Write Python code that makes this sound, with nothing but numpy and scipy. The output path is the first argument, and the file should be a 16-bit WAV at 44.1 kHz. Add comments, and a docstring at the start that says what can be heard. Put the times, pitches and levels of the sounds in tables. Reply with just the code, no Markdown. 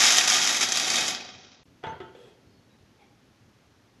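"""In an echoing kitchen, dry popcorn kernels pour from a plastic cup into the chamber of a popcorn maker.
Many small random hits and a list of louder ones ring the chamber; the last hits die away.
The sound dips briefly, then the cup is knocked and scraped into its seat and wobbles down.
A thin high ringing tone sounds among the first knocks; more faint whistles and a finger's touch follow.
Noise makes a flickering rumble and hiss behind it all."""
import sys
import numpy as np
from scipy import signal
from scipy.fft import rfft, irfft
from scipy.io import wavfile
from scipy.ndimage import uniform_filter1d

SR = 44100
rng = np.random.default_rng(int(sys.argv[2]) if len(sys.argv) > 2 else 0)


def amplitude_ratio(level_db):
    """Convert a level in decibels to the matching linear amplitude (field) ratio."""
    exponent = np.asarray(level_db, float) / 20
    return 10 ** exponent


def digitize_waveform(pressure):
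    """Quantize a signal to 16-bit integers and store it at the path in sys.argv[1].

    Rows of a 2-D input are taken as channels; values are limited to [-1, 1].
    """
    field = np.atleast_2d(pressure).T
    bounded = np.clip(field, -1, 1)
    quanta = np.round(bounded * 32767).astype(np.int16)
    wavfile.write(sys.argv[1], SR, quanta)


N = 176400
T = np.arange(N) / SR

# All levels in the tables are relative: they shape or balance a sound before its later gains.
# How strongly the kernels flow: [t/s, level/dB]
FLOW = [(0.0, -12), (0.216, -19.5), (0.266, -24), (0.28, -21), (0.33, -17.5), (0.44, -19.5), (0.576, -24),
        (0.594, -26.5), (0.634, -17), (0.652, -29), (0.712, -27.5), (0.726, -32), (0.74, -26.5),
        (0.762, -25.5), (0.848, -24.5), (0.895, -27), (0.92, -24), (0.958, -23), (1.0, -24.5),
        (1.076, -28.5), (1.084, -26), (1.188, -40), (1.63, -61)]
# Loudest kernel hits, each with its own ring: [t/s, level/dB, f/Hz]
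HITS = [(0.0223, -6, 6560), (0.0533, -8, 6840), (0.0852, -9, 5210), (0.1054, -5.5, 5450),
        (0.122, -4.5, 6200), (0.1695, -7, 6770), (0.1831, -0.5, 6160), (0.2094, -10.5, 2510),
        (0.2753, -5, 5970), (0.2892, -11.5, 6400), (0.3004, -6.5, 5800), (0.3202, -9.5, 3370),
        (0.34, -11, 3180), (0.3636, -11, 3200), (0.451, -13.5, 6100), (0.4738, -9, 5950),
        (0.4924, -10.5, 6560), (0.5237, -13.5, 3310), (0.548, -13, 2250), (0.5658, -10.5, 6460),
        (0.612, -10.5, 2350), (0.6295, -8, 4640), (0.6873, -16, 6200), (0.7213, -8.5, 6240),
        (0.7572, -11.5, 5520), (0.7721, -7.5, 4580), (0.7968, -10.5, 4740), (0.8689, -19, 3640),
        (0.8789, -13, 2230), (0.9018, -9.5, 4600), (0.9123, -12.5, 4740), (0.9417, -11.5, 2300),
        (0.9575, -9.5, 4820), (0.967, -14, 3650), (0.9814, -13, 3700), (1.0081, -12, 6200),
        (1.06, -17.5, 5440), (1.0804, -12, 6530), (1.1074, -19, 3600), (1.1483, -19, 3320),
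        (1.205, -26.5, 2510), (1.247, -30, 3130), (1.29, -32, 3400), (1.3434, -36, 2470),
        (1.3813, -40, 3230), (1.4331, -40, 3360), (1.4464, -38, 3130), (1.4701, -46, 5570),
        (1.5168, -41.5, 4120), (1.5287, -45, 2490), (1.5447, -42, 3530)]
# Ringing tones (modes) of chamber and cover: [f/Hz, width/Hz, level/dB, change as the pile grows/(dB/s)]
CHAMBER_MODES = [(254, 32, -13.5, -3), (370, 85, -11.5, -3), (749, 20, -4, 1.5), (872, 8.1, -6.5, 0.5),
                 (1164.5, 12, -5, -3.5), (1228.3, 21, 0.5, -3.5), (1374, 31, -8.5, 0.5),
                 (1596, 48, -14, 3.5), (1922, 24, -0.5, -4), (2264, 120, 3.5, -4), (2510, 43, -0.5, 6),
                 (3140, 24, 0.5, 3), (3320, 11, 3.5, 2.5), (3690, 24, 0, 0), (3834, 220, -0.5, 7),
                 (4620, 150, -2, 6), (4952, 50, -0.5, 3), (5158, 260, 4.5, -4), (5680, 91, -0.5, -5.5),
                 (6200, 180, 0.5, -2), (6260, 92, -2, -7), (6580, 110, -4, -11.5), (6990, 55, -6.5, 0),
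                 (10100, 760, -13, -11.5)]
# Colour of a kernel's bare tick: [f/Hz, level/dB]
TICK_COLOUR = [(35, -67), (60, -37.5), (240, -16.5), (536, -17), (749, -7), (1050, -11.5), (1250, -7),
               (2100, -5), (2800, -7), (3500, 0), (4200, -7.5), (5000, -3), (6400, -2), (7200, -5),
               (9140, -31), (10900, -16), (11500, -25.5), (12200, -32), (16200, -72), (22000, -120)]
# Knocks of the cup: [t/s, level/dB, brightness/(dB/octave), low ring f/Hz, low ring level/dB]
KNOCKS = [(1.83, -47, 2, 746, -40), (1.838, -28, -0.5, 424, -27.5), (1.869, -30, -4, 634, -36),
          (1.924, -39.5, -2.5, 642, -44), (2.003, -35.5, 0.5, 380, -31), (2.15, -50, 8, 483, -37),
          (2.189, -77, 12, 505, -49), (2.253, -60, 8, 419, -43.5), (2.274, -56, -12, 427, -48),
          (2.313, -66, 9, 470, -58)]
# Ringing tones of the cup: [f/Hz, level/dB, time to fade 60 dB/s]
CUP_MODES = [(480, -11, .06), (646, -4, .07), (888, -2, .4), (1300, -7, .07), (1420, -9, .05),
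             (1567, -7, .06), (1760, -11, .07), (1960, -12, .05), (2220, -13, .03), (2350, -13, .03),
             (2555, -16, .05), (2880, -16, .04), (3070, -17, .04), (3290, -15, .05), (4080, -19, .035),
             (4400, -25, .03)]
# Colour of the dull crack in a knock: [f/Hz, level/dB]
CRACK_COLOUR = [(60, -45), (120, -2), (480, -6), (700, 1.5), (1100, -5), (1450, 2.5), (2200, -15.5),
                (3400, -5), (4300, -46), (7000, -32), (9000, -69)]
# The cup's scrape, one row: [t/s, length/s, level/dB, low ring start f/Hz, its end f/Hz, its level/dB]
SCRAPE = (2.14, .18, -66, 530, 410, -62)
# Ringing tones of the seat: [f/Hz, level/dB, time to fade 60 dB/s]
SEAT_MODES = [(750, -2, .015), (1320, -2, .04), (1770, -5, .03), (2550, -6, .02), (3280, 0, .018)]
# Ringing tones of the touched cover: [f/Hz, level/dB, time to fade 60 dB/s]
COVER_MODES = [(400, -3, 0.03), (800, -4, 0.05), (2200, -10, .03), (2330, -6, 0.03), (3280, -8, 0.02)]
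# Faint thin whistles: [t/s, length/s, start f/Hz, end f/Hz, level/dB]
WHISTLES = [(1.86, .065, 6150, 6330, -65), (2.45, .09, 4300, 4480, -78), (2.535, .07, 4420, 4300, -72),
            (2.615, .045, 4450, 4330, -79), (2.695, .065, 3900, 3870, -73), (2.49, .08, 4950, 5050, -78)]
# Colour of the background: [f/Hz, level/dB]
FLOOR_COLOUR = [(20, -28.5), (45, -14), (118, 1), (150, -5.5), (255, -3.5), (324, -8.5), (420, -11.5),
                (600, -15.5), (1760, -21), (6300, -27.5), (7300, -35), (9000, -60)]
# Fading of the kitchen's echo: [f/Hz, time to fade 60 dB/s]
ROOM_FADE = [(200, 0.89), (1000, 0.56), (4000, 0.43), (7000, 0.15), (9000, 0.2)]

DROPOUT_S, DROPOUT_LENGTH_S = 1.634, 0.02
PLASTIC_TOP_HZ = 3500  # softens the pushes on cup and cover


def level(x, db):
    """Set the rms level."""
    return x * amplitude_ratio(db) / np.sqrt(np.mean(x ** 2))


def colour(x, table):
    """Filter by (Hz, dB) points, joined along a log frequency axis."""
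    hz, db = np.array(table).T
    f = np.fft.rfftfreq(len(x), 1 / SR) + 1
    gain = amplitude_ratio(np.interp(np.log(f), np.log(hz), db))
    return irfft(rfft(x) * gain, len(x))


def lowpass(x, hz):
    """Soften everything above hz."""
    return signal.sosfilt(signal.butter(2, hz, fs=SR, output="sos"), x)


def ring(x, hz, t60):
    """A tone that dies away after each push, without extra bass; a unit pulse starts a unit cosine."""
    r = np.exp(-np.log(1000) / (max(t60, 1 / 1000) * SR))
    w = 2 * np.pi * hz / SR
    return signal.lfilter([.5, 0, -.5], [1, -2 * r * np.cos(w), r * r], x)


def pulses(s, size):
    """One-sample pulses at the given times."""
    return np.bincount(np.minimum((s * SR).astype(int), N - 1), size, N)


def tick(x):
    """Each hit gives a short fading rattle of noise, its spectrum partly evened, with the tick colour."""
    fade_t60_s = 0.006  # before the evening
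    burst = rfft(rng.standard_normal(512) * 1000 ** (-T[:512] / fade_t60_s))
    rattle = irfft(burst / np.abs(burst) ** .5)
    return colour(signal.fftconvolve(x, rattle)[:len(x)], TICK_COLOUR)


def chamber(s, size):
    """Each hit ticks and rings the chamber in its own mix, which shifts as the pile grows."""
    scatter_db, pile_full_s = 5.0, 1.05
    modes_db, tick_db = -1, 1.5
    scatter = scatter_db * rng.standard_normal((len(s), len(CHAMBER_MODES)))
    pile_shift = np.outer(np.minimum(s, pile_full_s), np.array(CHAMBER_MODES)[:, -1])
    mix = amplitude_ratio(scatter + pile_shift)

    def spots(strength):
        """Deal the hits in turn to eight landing spots, one per row."""
        return np.array([pulses(s[j::8], strength[j::8])[:N // 2] for j in range(8)])

    modes = 0
    for k, (hz, width, db, _) in enumerate(CHAMBER_MODES):
        # a wider tone dies away sooner
        modes = modes + amplitude_ratio(db) * np.sqrt(width) * ring(spots(size * mix[:, k]), hz, 2.2 / width)
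    ticks = np.array([tick(x) for x in spots(size)])
    both = level(modes, modes_db) + level(ticks, tick_db)
    return np.pad(both, ((0, 0), (0, N // 2)))


def kernels():
    """Random small hits follow the flow; loud hits are quick bursts of contacts with a ring of their own."""
    kernels_per_s, size_spread_db, size_max_db = 1500, 3.5, 10
    draw = rng.random((9000, 3))
    s = np.cumsum(-np.log(draw[:, 0])) / kernels_per_s
    on = s < DROPOUT_S
    size_db = np.minimum(-size_spread_db * np.log(draw[:, 1]), size_max_db)
    size = amplitude_ratio(size_db) * np.sign(draw[:, 2] - .5)
    stream = level(chamber(s[on], size[on]), -18.5)  # level before the flow curve
    stream = stream * amplitude_ratio(np.interp(T, *np.array(FLOW).T))

    contact_gap_s = 0.0011  # on average, within one loud hit
    ring_db, ring_t60_s, body_db = -14, 0.012, -3
    at, db, hz = np.array(HITS).T
    late = np.cumsum(rng.exponential(1, (len(at), 6)) * [0, 1, 1, 1, 1, 1], axis=1) * contact_gap_s
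    shape = np.array([.9, -1, .8, -.7, .6, -.4])  # push of each contact
    body = chamber((at[:, None] + late).T.ravel(), (amplitude_ratio(db)[:, None] * shape).T.ravel())
    body *= amplitude_ratio(db.max() + body_db) / np.abs(body.sum(axis=0)).max()
    for k in range(len(at)):
        push = pulses(at[k] + late[k], shape * amplitude_ratio(db[k] + ring_db))
        body[k % len(body)] += ring(push, hz[k], ring_t60_s)
    return stream + body


def cup():
    """A scuffed contact rings the cup, tilted per knock, over a low ring, a thud and a noisy crack."""
    ring_db, mix_scatter_db, scuff = -10, 2.5, 0.9
    contact_s, soft_push_s, low_t60_s = 0.004, 0.0012, 0.045
    thud_hz, thud_db, thud_t60_s = 141.6, -11, 0.15
    crack_db, crack_t60_s = -8.5, 0.14  # crack level before its rise and fade
    out, t = np.zeros((4, N)), T[:SR // 2]
    soft = np.sin(np.pi * np.minimum(t / soft_push_s, 1)) ** 2
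    for k, (s, db, tilt_db, low_hz, low_db) in enumerate(KNOCKS):
        rub = rng.standard_normal(len(t)) * t / contact_s * np.exp(-2 * t / contact_s)
        push = lowpass((t == 0) + scuff * rub / np.linalg.norm(rub), PLASTIC_TOP_HZ)
        body = amplitude_ratio(thud_db) * ring(push, thud_hz, thud_t60_s)
        for hz, mode_db, t60 in CUP_MODES:
            scatter = mix_scatter_db * rng.standard_normal()
            body = body + amplitude_ratio(mode_db + tilt_db * np.log2(hz / 1000) + scatter) * ring(push, hz, t60)
        tilted = [(hz, d + tilt_db * np.log2(hz / 1000)) for hz, d in CRACK_COLOUR]
        crack = level(colour(rng.standard_normal(len(t)), tilted), crack_db)
        crack = crack * 1000 ** (-t / crack_t60_s) * (1 - np.exp(-4 * t / contact_s))
        low = amplitude_ratio(low_db) * ring(soft / soft.sum(), low_hz, low_t60_s)
        start = int(s * SR)
        out[k % len(out), start:start + len(t)] += amplitude_ratio(db) * (amplitude_ratio(ring_db) * body + crack) + low
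    return out


def scrape():
    """Dense uneven slips ring the seat while a rough low ring slides down in pitch."""
    s, length, db, hz0, hz1, low_db = SCRAPE
    u = np.clip((T - s) / length, 0, 1)
    swell = np.sqrt(np.sin(np.pi * u).clip(0)) * (u < 1)
    slips = rng.standard_normal(N) ** 3 * swell  # cubing makes a few slips stand out
    rattle = sum(amplitude_ratio(d) * level(ring(slips, hz, t60), 0) for hz, d, t60 in SEAT_MODES)
    rough = uniform_filter1d(rng.standard_normal(N), size=300)
    low = rough * swell * np.sin(2 * np.pi * np.cumsum(hz0 + (hz1 - hz0) * u) / SR)
    both = level(rattle, db) + level(low, low_db)
    return (both / np.sqrt(N / SR / length))[None]


def touch():
    """A light finger touch: a short soft rub of noise rings the cover."""
    start_s, length_s, push_db = 2.975, 0.085, -55
    rub = rng.standard_normal(N) * np.sin(np.pi * np.clip((T - start_s) / length_s, 0, 1))
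    rub = lowpass(rub, PLASTIC_TOP_HZ)
    rub = rub / np.linalg.norm(rub)
    return amplitude_ratio(push_db) * sum(amplitude_ratio(db) * ring(rub, hz, t60) for hz, db, t60 in COVER_MODES)[None]


def whistles():
    """Faint high sine tones that glide, waver, swell and fade."""
    waver_hz, flicker_db = 30, 3
    waver = uniform_filter1d(rng.standard_normal((2, N)), size=300, axis=1)
    waver = waver / waver.std()
    out = 0
    for s, length, hz0, hz1, db in WHISTLES:
        u = np.clip((T - s) / length, 0, 1)
        hz = hz0 + (hz1 - hz0) * u + waver_hz * waver[0]
        tone = np.sqrt(2) * np.sin(2 * np.pi * np.cumsum(hz) / SR)
        swell = np.sqrt(np.sin(np.pi * u).clip(0)) * (u < 1)
        out = out + amplitude_ratio(db + flicker_db * waver[1]) * tone * swell
    return out


def room(x, db):
    """Early echoes and a tail fading band by band; every row of x sounds from its own spot."""
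    early_db, early_t60_s = -6.5, 0.05
    t, tail = T[:SR], 0
    noise = rng.standard_normal((2, len(x), SR))
    hz, t60 = np.array(ROOM_FADE).T
    for f in 90 * 2 ** np.arange(0, 7.6, .5):  # half-octave bands
        sos = signal.butter(2, [f / 1.19, f * 1.19], "band", fs=SR, output="sos")
        decay = np.interp(np.log(f), np.log(hz), t60)
        tail = tail + signal.sosfilt(sos, noise[0]) * 1000 ** (-t / decay) / np.sqrt(decay)
    early = noise[1] * 1000 ** (-t / early_t60_s)
    echo = amplitude_ratio(db) * tail / np.linalg.norm(tail[0]) + amplitude_ratio(early_db) * early / np.linalg.norm(early[0])
    return (x + signal.fftconvolve(x, echo, axes=1)[:, :N]).sum(axis=0)


def background():
    """Coloured noise: a low rumble that flickers over steady hiss."""
    floor_db, flicker_db = -59.5, 2.5  # flicker before smoothing
    x = colour(rng.standard_normal(N), FLOOR_COLOUR)
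    low = lowpass(x, 600)
    steps = np.repeat(rng.standard_normal(N // 1500 + 1), 1500)
    walk = uniform_filter1d(steps, size=1500)[:N]
    return level(x + low * (amplitude_ratio(flicker_db * walk) - 1), floor_db)


def scene():
    """The pour grows bassier, its treble fades late, its echo ends in the dropout; the cup follows."""
    bass_hz, bass_rise_db_per_s = 580, 10
    treble_hz, treble_fades_s, treble_fade_db_per_s = 6550, 1.116, -110
    pour_room_db, cup_room_db = 0, 3
    pour = room(kernels(), pour_room_db) * (T < DROPOUT_S + DROPOUT_LENGTH_S / 2)
    bass = signal.sosfiltfilt(signal.butter(2, bass_hz, fs=SR, output="sos"), pour)
    treble = signal.sosfiltfilt(signal.butter(6, treble_hz, "high", fs=SR, output="sos"), pour)
    bass_gain = amplitude_ratio(bass_rise_db_per_s * T)
    treble_gain = amplitude_ratio(treble_fade_db_per_s * np.maximum(T - treble_fades_s, 0))
    pour = pour + bass * (bass_gain - 1) + treble * (treble_gain - 1)
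    seating = room(cup(), cup_room_db) + room(touch() + scrape(), cup_room_db)
    return (pour + seating + whistles() + background())[None]


def top_cut(x):
    """Nothing passes above the cut-off."""
    return signal.sosfilt(signal.butter(12, 12830, fs=SR, output="sos"), x)


def record(dry):
    """The top is cut; the sound drops out for a moment, and from then on a thin bright hiss runs."""
    top_hz, dropout_db, hiss_db = 12000, -30, -76
    gap = 1. * ((T > DROPOUT_S) & (T < DROPOUT_S + DROPOUT_LENGTH_S))
    gap = uniform_filter1d(gap, size=90)  # soft edges
    dull = signal.sosfilt(signal.ellip(12, .2, 90, top_hz, fs=SR, output="sos"), dry)
    hiss = level(rng.standard_normal(N), hiss_db) * (T > DROPOUT_S)
    return top_cut(dull * amplitude_ratio(dropout_db * gap) + hiss)


dry = scene()
out = record(dry)
digitize_waveform(out)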